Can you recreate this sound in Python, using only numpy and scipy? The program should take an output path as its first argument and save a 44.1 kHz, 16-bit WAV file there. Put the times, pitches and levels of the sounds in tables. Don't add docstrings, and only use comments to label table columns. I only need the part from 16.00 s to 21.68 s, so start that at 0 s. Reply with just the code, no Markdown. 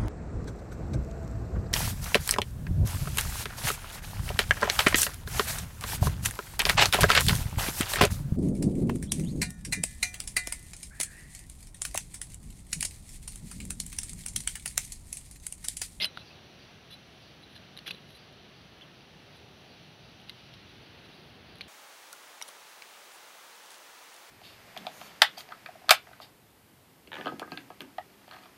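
import sys
import numpy as np
from scipy import signal
from scipy.fft import rfft, irfft
from scipy.io import wavfile
from scipy.ndimage import uniform_filter1d

SR = 44100
rng = np.random.default_rng(int(sys.argv[2]) if len(sys.argv) > 2 else 0)


def ratio_of_db(decibels):
    return 10 ** (np.asarray(decibels, float) / 20)


def wav_record(signal):
    frames = np.transpose(np.atleast_2d(signal))
    bounded = np.clip(frames, -1, 1)
    quanta = np.round(bounded * 32767).astype(np.int16)
    wavfile.write(sys.argv[1], SR, quanta)


N = 250488

# (frequency [Hz], density [dB per Hz])
YARD_SPECTRUM = [(15, -46), (25, -24), (40, -21), (52, -6.5), (85, -2.5), (140, 1), (200, -2.5), (275, -7),
                 (390, -6), (460, -9.5), (750, -9.5), (1000, -15.5), (2100, -12.5), (16000, -23.5)]
YARD_LEVEL_DB = -54
# (time [s], level [dB])
CHORUS_LEVEL = [
    (0, -64),
    (2, -69.5),
    (4.4, -68),
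    (5.68, -78),
]
CHORUS_HZ, CHORUS_WIDTH_HZ = 5830, 790
# (start [s], length [s], level [dB], pitch [Hz])
SCRAPES = [
    (-.012, 0.061, -31.5, 3270),
    (-0.5, 0.054, -35, 4800),
    (0.026, .046, -40, 2870),
    (0.131, .11, -52, 3780),
    (1.846, 0.13, -57.5, 430),
    (1.851, 0.063, -45.5, 4770),
    (1.855, 0.039, -41.5, 2280),
    (1.899, 0.11, -58.5, 3000),
    (1.903, 0.017, -50, 3300),
    (5.61, 0.055, -58, 2980),
]
SCRAPE_SPRAY_DB, SCRAPE_RING_DB = -12, -10.5
# (start [s], length [s], level [dB], wet spray [dB], blade ring [dB])
GRAZES = [(.896, 0.051, -55, -2, 0), (0.923, 0.029, -54, -2, -6), (1.205, .035, -63, 0, -6),
          (1.42, .025, -65, -3, 4), (1.485, .064, -62, -4, -2), (1.543, 0.033, -54, -9, -1),
          (1.765, .035, -60, -2, -9), (2.065, 0.088, -65, 6, -4), (2.137, .049, -64, 10.5, -9),
          (3.338, 0.058, -67, 5, 0), (4.077, .03, -70, 2, -4), (4.26, .043, -63, -7, -8),
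          (4.53, 0.022, -62, -1, -4), (4.68, .027, -69, 5, -4), (5.029, 0.034, -64.5, -7, 0),
          (5.11, .055, -62, -11, -2)]
GRAZE_HZ = 3750
GRAINS_PER_S, GRAIN_SCATTER_DB = 3700, -2
STROKE_WIDTH_SHARE, STROKE_SWELL_SHARE = 0.53, 0.7
# (time [s], peak [dB], pitch [Hz], wet spray [dB])
SNAPS = [(.0024, -25, 3450, -21), (.017, -23, 2110, -20), (.0218, -17, 4670, -23.5),
         (0.0267, -21, 3470, -18), (0.036, -24, 4200, -17), (0.0448, -13.5, 4260, -18.5),
         (0.053, -21, 2900, -14), (.0561, -23.5, 4130, -8), (0.1738, -30, 3750, -34),
         (1.5633, -37, 3510, -28), (1.7683, -39, 4100, -16), (1.7749, -32.5, 3850, -12.5),
         (1.7885, -37, 3100, -18), (1.863, -35, 2370, -20), (1.8697, -33, 3350, -20),
         (1.8735, -34, 2720, -8), (1.8778, -24.5, 3390, -20), (1.8824, -32, 2840, -25),
         (1.8866, -31, 3330, -21), (1.892, -31.5, 2880, -28), (1.9084, -23, 2596, -21),
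         (1.9103, -28, 3620, -14), (1.9139, -28.5, 4400, -20), (4.296, -30, 3920, -16),
         (4.301, -38, 3930, -24), (5.6096, -26.5, 2350, -23), (5.6134, -29, 4350, -30),
         (5.6163, -33.5, 3880, -31)]
SNAP_T60_S, SNAP_CRACK_DB = 0.0093, -1
# (time [s], peak [dB], pitch [Hz], wet spray [dB])
TICKS = [(0.912, -47, 3990, -6), (1.127, -54, 3000, -10), (1.5542, -50, 3930, -15),
         (1.5783, -44, 3960, -17), (1.7903, -34.5, 4360, -23), (1.904, -40, 4000, -18),
         (1.9477, -40, 3900, -26), (1.9841, -49, 2820, -22), (2.091, -54, 4000, -10),
         (2.1057, -48, 3150, -5), (2.326, -52, 3600, -6), (3.008, -43, 2700, -31), (4.2, -45, 3200, -18),
         (4.205, -50, 4220, -12), (4.215, -49, 2600, -12), (4.288, -42, 2800, -21),
         (4.5391, -42, 3690, -21), (5.556, -46, 4100, -9), (5.569, -50, 3500, -8), (5.585, -44, 3970, -10)]
TICK_T60_S, TICK_CRACK_DB = 0.0075, 2
# (time [s], peak [dB], pitch [Hz], decay [s])
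TWANGS = [(0.028, -19, 5025, 0.059), (0.0434, -25, 5280, .017), (.0471, -19.5, 4950, .016),
          (0.1739, -23.5, 1380, 0.0091), (0.1738, -41, 1020, .014), (1.5633, -43, 1700, .015),
          (1.8787, -30, 1610, 0.0094), (1.8782, -32, 5600, .013), (1.911, -35, 2500, 0.021),
          (2.812, -41.5, 3040, .012), (2.819, -41.5, 3430, 0.027), (2.829, -47, 3150, 0.035),
          (2.914, -50, 2870, .012), (4.2954, -38.5, 2080, 0.03), (4.295, -35, 4720, 0.014),
          (4.539, -42, 5470, .02), (5.6097, -29, 4160, 0.0053)]
TWANG_SPRAY_DB, TWANG_CRACK_DB = -29, -9
LEAD_S = .0004
# (frequency [Hz], level [dB], decay [s])
BLADE_MODES = [(2900, -9, .04), (3100, -9, .06), (3470, -1, .05), (3978, 0, .07), (4220, -6, .04),
               (5030, -8, .04), (8880, -2, .05), (9450, -8, .04), (10220, -2, .045), (10750, -5, .035),
               (11300, -6, .03), (11800, -3, .03)]
# (time [s], peak [dB], frequency [Hz], decay [s])
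KNOCKS = [(.004, -35, 620, .06), (.012, -36, 190, .12), (.02, -39, 390, .07), (.028, -38, 900, .04),
          (.04, -34, 640, .06), (.038, -33, 1580, .04), (.04, -31, 2030, .06), (.052, -32, 1400, .03),
          (1.872, -40, 330, .05), (1.876, -40, 800, .03), (1.903, -33, 180, .08), (1.905, -42, 450, .04),
          (1.938, -35, 220, .07), (1.94, -43, 490, .04)]
# (time [s], peak [dB], frequency [Hz], decay [s])
RINGS = [(.006, -27, 2100, .14), (.058, -21, 8840, .055), (.058, -38, 3100, .08), (.059, -32, 3978, .085),
         (.927, -43, 3470, .07), (.93, -47, 3980, .08), (.937, -44, 3470, .06), (.942, -44, 10220, .04),
         (1.421, -49, 10220, .06), (2.15, -48, 4010, .08), (2.15, -46, 8880, .07), (3.37, -48, 8880, .06)]
# (time [s], peak [dB], pitch [Hz], decay [s])
DROPS = [
    (.2144, -47, 2610, .046),
    (0.3053, -46, 2570, 0.066),
]
DROP_RISE = .1
# (time of peak [s], level [dB])
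CHIRPS = [(.27, -62), (.62, -64.5), (.93, -76), (1.25, -64), (1.57, -72), (1.88, -71), (2.19, -63),
          (2.57, -65), (2.97, -67), (3.31, -67), (3.7, -65), (4.05, -66), (4.4, -66), (4.84, -66),
          (5.17, -65), (5.5, -66)]
CHIRP_HZ, CHIRP_WIDTH_HZ, CHIRP_RISE_S, CHIRP_FALL_S = 4690, 670, 0.028, 0.061
# (frequency [Hz], gain [dB])
MIC_COLOUR = [(1500, 2), (2200, 0), (2800, 4.5), (3500, 3.5), (4200, 3.5), (5200, -4), (6100, -6.5),
              (6900, -18), (7800, -20.5), (9000, -17), (10800, -9.5), (12300, -15.5), (15500, -14)]
TOP_HZ = 15650


def curve(points, hz):
    f, db = np.transpose(points)
    return np.interp(np.log(np.maximum(hz, 1)), np.log(f), db)


def unit(x):
    return x / np.sqrt(np.mean(x ** 2))


def add(out, s, x):
    i = int(s * SR)
    x, i = x[max(-i, 0):], max(i, 0)
    out[i:i + len(x)] += x[:N - i]


def band(x, hz, width):
    return signal.lfilter(*signal.iirpeak(hz, hz / width, fs=SR), x)


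def narrow(x, hz, width):
    return unit(band(band(x, hz, width), hz, width))


def between(x, low_hz, high_hz):
    return signal.sosfilt(signal.butter(2, [low_hz, high_hz], "band", fs=SR, output="sos"), x)


def treble(x):
    return between(x, 8950, 12700)


def walk(rate):
    k = int(SR / rate)
    held = np.repeat(rng.standard_normal(N // k + 1), k)
    return 1.8 * uniform_filter1d(uniform_filter1d(held, k), k)[:N]


def yard(count=11):
    hz = np.fft.rfftfreq(N, 1 / SR)
    spread = rfft(rng.standard_normal(N)) * ratio_of_db(curve(YARD_SPECTRUM, hz))
    octave = np.log2(np.maximum(hz, 30) / 30)
    out = np.zeros(N)
    swell = walk(1.5)
    for k in range(count):
        share = np.clip(1 - np.abs(octave - k), 0, 1)
        flicker = walk(9)
        out += irfft(spread * share, N) * ratio_of_db(.3 * swell + .5 * flicker)
    return unit(out) * ratio_of_db(YARD_LEVEL_DB)


def chorus():
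    db = np.interp(np.arange(N) / SR, *np.transpose(CHORUS_LEVEL))
    return ratio_of_db(db) * narrow(rng.standard_normal(N), CHORUS_HZ, CHORUS_WIDTH_HZ)


def strokes():
    caught = rng.random(N) < GRAINS_PER_S / SR
    scatter = ratio_of_db(GRAIN_SCATTER_DB * rng.exponential(size=N))
    grains = np.clip(caught * rng.standard_normal(N) * scatter, -12, 12)
    grains = unit(unit(grains) + .5 * rng.standard_normal(N))
    sound, force = np.zeros(N), np.zeros(N)
    rows = [(*row, SCRAPE_SPRAY_DB, SCRAPE_RING_DB) for row in SCRAPES]
    rows += [(s, length, db, GRAZE_HZ, *wet) for s, length, db, *wet in GRAZES]
    for s, length, db, hz, spray_db, ring_db in rows:
        i, n = max(int(s * SR), 0), int(length * SR)
        push = grains[i:i + n]
        pressure = ratio_of_db(db - 6.5) * signal.windows.tukey(len(push), STROKE_SWELL_SHARE)
        rasp = narrow(push, hz, hz * STROKE_WIDTH_SHARE)
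        spray = ratio_of_db(spray_db + 6.5) * unit(treble(push))
        add(sound, s, pressure * (rasp + spray))
        add(force, s, pressure * ratio_of_db(ring_db - 17.0) * push)
    return sound, force


def snaps(size=1800):
    sound, force, t = np.zeros(N), np.zeros(N), np.arange(size) / SR
    rows = [(*row, SNAP_T60_S, SNAP_CRACK_DB) for row in SNAPS]
    rows += [(*row, TICK_T60_S, TICK_CRACK_DB) for row in TICKS]
    rows += [(s, db, hz, TWANG_SPRAY_DB, t60, TWANG_CRACK_DB) for s, db, hz, t60 in TWANGS]
    for s, db, hz, spray_db, t60, crack_db in rows:
        noise = rng.standard_normal(size)
        fade = ratio_of_db(-60 * (t / t60) ** 1.5) * (1 - np.exp(-t / .00012))
        roughness = 1 + .33 * unit(band(noise, 500, 800))
        twang = np.sin(2 * np.pi * hz * t) * fade * roughness
        crack = between(noise * ratio_of_db(-60 * t / 0.007) + 3.8 * (t == 0), 1670, 6500)
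        crack = 0.78 * crack / np.abs(crack).max()
        spray = treble(noise[::-1]) * fade ** 0.97
        snap = twang + ratio_of_db(crack_db + 4.5) * crack + ratio_of_db(spray_db + 21.5) * spray
        add(sound, s - LEAD_S, ratio_of_db(db - 6) * snap)
        add(force, s, ratio_of_db(db - 44.5) * noise * np.exp(-t / .00005))
    return sound, force


def blade(force):
    out = np.zeros(N)
    for hz, db, t60 in BLADE_MODES:
        pole = np.exp(2j * np.pi * hz / SR - np.log(1000) / (t60 * SR))
        out += ratio_of_db(db) * signal.lfilter([1], [1, -pole], force).imag
    return out


def fading_tones(rows, rise, size=6000):
    out, t = np.zeros(N), np.arange(size) / SR
    for s, db, hz, t60 in rows:
        phase = 2 * np.pi * hz * (t + rise * t ** 2 / (2 * t60))
        onset = 1 - np.exp(-t * hz / 2)
        add(out, s, ratio_of_db(db - 4.5 - 60 * t / t60) * onset * np.sin(phase))
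    return out


def knocks():
    return fading_tones(KNOCKS, 0)


def rings():
    return fading_tones(RINGS, 0)


def drops():
    return fading_tones(DROPS, DROP_RISE)


def insect():
    t, effort = np.arange(N) / SR, np.zeros(N)
    for s, db in CHIRPS:
        slope = np.where(t < s, CHIRP_RISE_S, CHIRP_FALL_S)
        effort += ratio_of_db(db) * np.exp(-((t - s) / slope) ** 2 / 2)
    return effort * narrow(rng.standard_normal(N), CHIRP_HZ, CHIRP_WIDTH_HZ)


def basin_blur(near, size=3000):
    t = np.arange(size) / SR
    blur = rng.standard_normal(size) * ratio_of_db(-60 * t / .05) * (t > .002)
    return ratio_of_db(-16.5) * signal.fftconvolve(near, blur / np.linalg.norm(blur))[:N]


def scene():
    rasp, drag = strokes()
    snap, kick = snaps()
    near = rasp + snap + blade(drag + kick) + knocks() + rings() + drops()
    near = near + basin_blur(near)
    return (yard() + chorus() + near + insect())[None]


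def band_limit(x):
    return signal.sosfilt(signal.butter(12, 16610, fs=SR, output="sos"), x)


def record(dry, size=2048):
    cepstrum = irfft(np.log(ratio_of_db(curve(MIC_COLOUR, np.fft.rfftfreq(size, 1 / SR)))))
    cepstrum[1:size // 2] *= 2
    cepstrum[size // 2 + 1:] = 0
    response = irfft(np.exp(rfft(cepstrum)))
    heard = signal.fftconvolve(dry, response[None, :size // 2])[:, :N]
    edge = signal.ellip(10, .2, 60, TOP_HZ, fs=SR, output="sos")
    return band_limit(signal.sosfilt(edge, heard))


dry = scene()
out = record(dry)
wav_record(out)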